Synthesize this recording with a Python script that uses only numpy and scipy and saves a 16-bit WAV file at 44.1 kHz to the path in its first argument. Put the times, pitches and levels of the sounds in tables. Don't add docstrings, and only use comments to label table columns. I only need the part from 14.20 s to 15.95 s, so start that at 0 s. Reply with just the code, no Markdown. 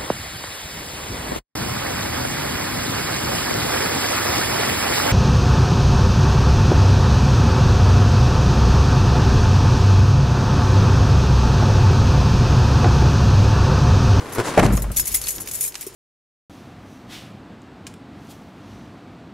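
import sys
import numpy as np
from scipy.fft import rfft, irfft, next_fast_len
from scipy.io import wavfile
from scipy.ndimage import uniform_filter1d

SR = 44100
rng = np.random.default_rng(int(sys.argv[2]) if len(sys.argv) > 2 else 0)


def file_out(sig):
    cols = np.atleast_2d(sig).T
    lim = np.clip(cols, -1, 1)
    pcm = np.round(lim * 32767).astype(np.int16)
    wavfile.write(sys.argv[1], SR, pcm)


N = 77175
T = np.arange(8192) / SR


def amp(db):
    return 10 ** (np.asarray(db) / 20)


def unit(x):
    return x / np.sqrt(np.mean(x ** 2) + 1e-20)


def along(points, hz):
    f, v = np.transpose(points)
    return np.interp(np.log(hz + 1), np.log(f + 1), v)


def level(rows):
    return amp(np.interp(np.arange(N) / SR, *np.transpose(rows)))


def fade(t60):
    return np.exp(-np.log(1000) * T / t60)


# pitch_hz, correlation
EAR_LIKENESS = [(100, .98), (600, 0.89), (1500, 0.81), (3000, 0.89), (6000, 0.61), (11000, 0.064)]
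PARTIAL_WIDTH_HZ = 110


def noise(spectrum, size, ripple_db=0):
    hz = np.fft.rfftfreq(size, 1 / SR)
    turn = np.arccos(np.clip(along(EAR_LIKENESS, hz), -1, 1)) / 2
    knots = SR // PARTIAL_WIDTH_HZ
    ripple = np.interp(hz / PARTIAL_WIDTH_HZ, np.arange(knots), rng.standard_normal(knots))
    colour = amp(along(spectrum, hz) + ripple_db * ripple)
    white = rfft(rng.standard_normal((2, size)))
    mid, side = irfft(white * colour * [np.cos(turn), np.sin(turn)], size)
    return unit(np.array([mid + side, mid - side]))


def burst(spectrum, t60):
    x = noise(spectrum, len(T)) * fade(t60)
    return unit(x) * np.sqrt(np.mean(fade(t60) ** 2))


def add(track, s, x):
    part = track[:, max(round(s * SR), 0):][:, :x.shape[-1]]
    part += x[..., :part.shape[1]]


def blows(rows, spectrum, t60, modes=(), rise_s=0.00048):
    out = np.zeros((2, N))
    ring = sum(amp(mode_db) * fade(life) * np.sin(2 * np.pi * hz * T) for hz, mode_db, life in modes)
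    attack = 1 - np.exp(-T / rise_s)
    for s, db in rows:
        add(out, s, amp(db) * attack * (burst(spectrum, t60) + ring))
    return out


def soft_ring(hz, rise, t60):
    return (1 - np.exp(-T / rise)) * fade(t60) * np.sin(2 * np.pi * hz * T)


def grainy(spectrum, grain_db, size):
    swing = unit(uniform_filter1d(rng.standard_normal(N), size=size))
    return unit(amp(grain_db * swing) * noise(spectrum, N))


# pitch_hz, level_db
FLOOR = [(25, -3), (200, -6), (384, -2), (545, -8), (1800, -14), (5000, -19), (11000, -17.5), (16000, -34)]


def background():
    return amp(-49) * noise(FLOOR, N)


# start_s, level_db
RUSTLING = [(0, -35.5), (.11, -35), (.17, -30.5), (.23, -30.5), (.26, -27.5), (.285, -23), (.31, -27.5),
            (.35, -27), (.45, -28.5), (.52, -32), (.6, -40.5), (.7, -43), (.76, -50), (1.2, -52.5),
            (1.75, -56.5)]
# pitch_hz, level_db
CLOTH = [(40, -13), (150, -1.5), (400, -0.5), (700, -4.5), (1000, -2.5), (1800, -8.5), (3000, -16),
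         (7000, -22.5), (11000, -25), (15000, -46)]
# start_s, length_s, level_db
SWISHES = [(0.237, 0.079, -33), (0.424, 0.044, -31.5)]
# pitch_hz, level_db
SWISH = [(1000, -6), (4000, -4), (7500, -0.5), (11000, -5.5), (15000, -24)]


def clothes():
    t = np.arange(N) / SR
    strokes = np.zeros(N)
    for s, length, db in SWISHES:
        progress = np.clip((t - s) / length, 0, 1)
        strokes += amp(db) * np.sqrt(np.abs(np.sin(np.pi * progress)))
    rubbing = grainy(CLOTH, grain_db=1.56, size=200)
    return rubbing * level(RUSTLING) + strokes * noise(SWISH, N)


# start_s, level_db
SHIFTING = [(0, -42), (.22, -43.5), (.29, -36), (.36, -39.5), (.7, -45), (.95, -50), (1.1, -50),
            (1.2, -42.5), (1.32, -46.5), (1.42, -48), (1.55, -59), (1.68, -52.5), (1.75, -47.5)]
# pitch_hz, level_db
SHIFT = [(20, -14), (60, -9), (110, 2), (200, -8), (280, -8.5), (390, -3), (550, -9.5), (1200, -20.5),
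         (4000, -34)]


def shifting():
    return noise(SHIFT, N) * level(SHIFTING)


# pitch_hz, level_db (relative), t60_s
KEY_MODES = [(2130, -20, 0.04), (5350, -18, 0.17), (6520, -14.5, 0.12), (6910, -7, 0.13), (7870, -8.5, .08),
             (8750, -7.5, 0.093), (9270, -16, 0.11), (10840, 1.5, 0.055), (11180, -3.5, 0.1),
             (11400, -0.5, 0.096), (12000, -9, 0.072), (13300, -10, .1), (14700, -17, .11),
             (15250, -14, .11)]
# pitch_hz, level_db
CLINK = [(300, -32), (1500, -24), (2200, -14.5), (3200, -16), (4800, -12), (6700, -2.5), (9800, -2.5),
         (11200, 3.5), (12300, 0), (13800, -9), (15000, -6.5), (16000, -12)]
RING_DB, KEY_DETUNE, MODE_SCATTER_DB = -1.5, .0025, 4.5
CLINK_DB, CLINK_T60_S, TICK_DB, TICK_T60_S = -0.06, 0.066, -13.52, 0.0059


def key_strike():
    hz, db, t60 = np.transpose(KEY_MODES)[:, :, None]
    gain = unit(amp(db + MODE_SCATTER_DB * rng.standard_normal(hz.shape)))
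    gain = gain / np.sqrt(len(hz) / 2)
    detuned_hz = hz * (1 + KEY_DETUNE * rng.standard_normal(hz.shape))
    cycles = detuned_hz * T + rng.random((2, len(hz), 1))
    ring = (gain * fade(t60) * np.sin((2 * np.pi * cycles).astype(np.float32))).sum(axis=1)
    decay = amp(CLINK_DB) * fade(CLINK_T60_S) + amp(TICK_DB) * fade(TICK_T60_S)
    clink = noise(CLINK, len(T), ripple_db=6) * decay
    return amp(RING_DB) * ring + clink


# start_s, level_db
SLIDING = [(0, -77), (.5, -55), (.57, -30), (.6, -55), (.715, -66), (.73, -39), (.76, -40), (.785, -28),
           (.815, -48), (.85, -33), (.9, -32), (.96, -29), (1.0, -36.5), (1.1, -30), (1.15, -32.5),
           (1.25, -53), (1.285, -30), (1.308, -40), (1.32, -30), (1.35, -26.5), (1.4, -31.5), (1.44, -25),
           (1.48, -29), (1.5, -48), (1.58, -40), (1.64, -42), (1.72, -58), (1.75, -62)]
CONTACTS_PER_S, CONTACT_SCATTER_DB = 480, 3


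def key_sliding(count=12):
    out, sliding = np.zeros((2, N)), level(SLIDING)
    strikes = [key_strike() for _ in range(count)]
    energy = np.mean(np.sum(np.square(strikes), axis=2))
    scale = np.sqrt(SR / CONTACTS_PER_S / energy)
    for k in range(round(N / SR * CONTACTS_PER_S)):
        s = (k + 2 * rng.random()) / CONTACTS_PER_S
        scatter_db = CONTACT_SCATTER_DB * (rng.exponential() - 2)
        if s * SR < N:
            add(out, s, scale * sliding[int(s * SR)] * amp(scatter_db) * strikes[k % count])
    return out


# start_s, level_db
CLASHES = [(.097, -45), (0.124, -35), (.134, -32), (.149, -31), (0.524, -32.5), (.534, -30.5),
           (.552, -34.5), (0.57, -27.5), (0.596, -37), (.621, -25.5), (.717, -30.5), (0.763, -23.5),
           (.769, -16.5), (.774, -16.5), (0.785, -19.5), (.797, -14.5), (.802, -19.5), (.871, -24.5),
           (.876, -19.5), (.887, -30), (0.917, -28), (.9255, -26), (.942, -20.5), (0.9454, -14.5),
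           (.953, -16.5), (.959, -22), (.97, -25), (1.015, -26), (1.039, -29.5), (1.079, -24.5),
           (1.085, -20), (1.091, -24), (1.106, -23.5), (1.116, -32), (1.152, -32), (1.161, -31.5),
           (1.203, -32), (1.207, -28.5), (1.218, -30.5), (1.274, -32.5), (1.286, -31), (1.313, -27),
           (1.336, -31), (1.345, -28), (1.352, -24), (1.4093, -17), (1.428, -24), (1.44, -21.5),
           (1.449, -26), (1.461, -25.5), (1.478, -25.5), (1.61, -29), (1.628, -36.5), (1.666, -33),
           (1.673, -33), (1.742, -44)]
# start_s, pitch_hz, level_db
PINGS = [(.569, 6580, -24.5), (.947, 2064, -22.5), (1.04, 4420, -24.5), (1.668, 13480, -30)]
# start_s, level_db
CLICKS = [(.395, -16), (.463, -21), (.575, -27), (.795, -21), (.881, -32), (.949, -24.5), (1.015, -29),
          (1.071, -19), (1.0845, -24), (1.1823, -27.5), (1.2736, -26), (1.286, -31), (1.522, -35),
          (1.5435, -29), (1.5538, -21.5), (1.559, -31), (1.611, -36), (1.627, -32)]
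# pitch_hz, level_db
CLICK = [(200, -29), (900, -7.5), (1600, -5.5), (2300, -2), (3500, -2.5), (6000, -1), (10000, -7.5),
         (16000, -19)]
KEY_LEFT_DB = 1.2


def keys():
    out = key_sliding()
    for s, db in CLASHES:
        add(out, s, amp(db) * key_strike())
    for s, hz, db in PINGS:
        add(out, s, amp(db) * soft_ring(hz, rise=0.0013, t60=.045))
    clicks = blows(CLICKS, CLICK, t60=0.022, rise_s=.0001)
    return out * amp([[KEY_LEFT_DB], [-KEY_LEFT_DB]]) + clicks


# start_s, level_db
SLIPS = [(.174, -26), (.183, -13), (.1917, -15), (0.2001, -15), (.209, -19.5), (.217, -33)]
# pitch_hz, level_db
SLIP = [(40, -22), (120, -10), (220, -10.5), (350, 3.5), (650, -10), (950, -2.5), (1150, -6.5),
        (1450, -5.5), (2400, -20), (5000, -26), (10000, -26), (15000, -41)]
# pitch_hz, level_db, t60_s
SLIP_MODES = [(117, -3.5, 0.051), (270, -7.5, 0.044), (372, 0, 0.018), (970, -2, 0.04)]
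SLIP_T60_S, SLIP_ALIKE = 0.043, 0.63


def door_judder():
    out = np.zeros((2, N))
    body = blows([(0.00026, 0)], SLIP, SLIP_T60_S, SLIP_MODES)[:, :len(T)]
    for s, db in SLIPS:
        fresh = burst(SLIP, SLIP_T60_S)
        add(out, s, amp(db) * (np.sqrt(SLIP_ALIKE) * body + np.sqrt(1 - SLIP_ALIKE) * fresh))
    return out


# start_s, level_db
LATCH_HITS = [(.3725, -16), (.376, -2.5), (.381, -11), (.387, -8), (.392, -5.5), (.398, -8.5), (.429, -13),
              (.435, -15), (.448, -18)]
# pitch_hz, level_db
LATCH = [(40, -19), (180, -1), (420, -4), (620, 3), (780, 4), (1000, -10), (1700, -10.5), (2400, -13.5),
         (3500, -28), (7000, -29.5), (11000, -34), (15000, -52)]
# pitch_hz, level_db, t60_s
LATCH_MODES = [(439.2, -14.5, 0.16), (586.2, -9, 0.19), (711, -14, 0.17), (773, -14.5, 0.096)]


def door_latch():
    return blows(LATCH_HITS, LATCH, t60=0.039, modes=LATCH_MODES)


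# start_s, level_db
BOOMING = [(0, -57), (.355, -56), (.38, -21.5), (.48, -23.5), (.555, -14.5), (.595, -25.5), (.65, -23),
           (.71, -25), (.745, -36.5), (.82, -34.5), (.87, -50), (.92, -39), (1.15, -49), (1.3, -56),
           (1.75, -62)]
BOOM_HZ, RUMBLE_DB = 51.04, -4


def cabin_boom():
    tone = unit(np.sin(2 * np.pi * BOOM_HZ * np.arange(N) / SR))
    rumble = noise([(15, -12), (30, -4.5), (60, -2), (110, -2), (210, -7.5), (350, -25.5), (2000, -76)], N)
    return level(BOOMING) * (tone + amp(RUMBLE_DB) * rumble)


# start_s, level_db
THUDS = [(.392, -11), (.425, -11), (.433, -10.5), (.452, -12.5), (.505, -19), (.535, -19), (.62, -31),
         (.79, -35), (.94, -44), (1.18, -36)]
# pitch_hz, level_db
THUD = [(25, -16), (70, -1.5), (120, 3), (200, 0.5), (330, -5.5), (600, -14), (1200, -20.5), (2500, -30),
        (8000, -60)]
# pitch_hz, level_db, t60_s
THUD_MODES = [(115, -5.5, 0.19), (186.4, -8.5, 0.19), (214, -11, .35)]


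def door_thud():
    return blows(THUDS, THUD, t60=0.14, modes=THUD_MODES)


# start_s, level_db
RATTLES = [(.483, -22.5), (.503, -23.5), (.532, -29), (.574, -24), (.592, -30), (.642, -28), (.665, -33.5),
           (.702, -30), (1.2, -35)]
# pitch_hz, level_db
RATTLE = [(100, -16), (400, -4), (620, 6), (850, -7.5), (1150, 1.5), (1700, -8.5), (3000, -19.5),
          (10000, -50)]


def trim_rattle():
    return blows(RATTLES, RATTLE, t60=0.046)


# start_s, level_db
RUBBING = [(0, -69), (.7, -55), (.78, -37), (.83, -45), (.9, -38), (1.0, -43), (1.05, -36), (1.12, -44),
           (1.24, -48), (1.29, -43.5), (1.47, -47.5), (1.51, -56), (1.58, -47), (1.63, -45), (1.75, -56)]


def fingers():
    return grainy(CLICK, grain_db=3, size=90) * level(RUBBING)


def trim_knock():
    out = np.zeros((2, N))
    add(out, 1.667, amp(-17.5) * soft_ring(383, rise=0.0023, t60=.035))
    return out


def scene(cabin_left_db=.5):
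    door = door_judder() + door_latch() + door_thud() + trim_rattle()
    cabin = background() + clothes() + shifting() + door + cabin_boom() + trim_knock()
    return keys() + fingers() + cabin * amp([[cabin_left_db], [-cabin_left_db]])


TOP_HZ = 15750


def record(dry):
    size = next_fast_len(N + SR // 2)
    rounded = dry / (1 + dry ** 4) ** (1 / 4)
    passed = np.fft.rfftfreq(size, 1 / SR) < TOP_HZ
    return irfft(rfft(rounded, size) * passed, size)[:, :N]


dry = scene()
out = record(dry)
file_out(out)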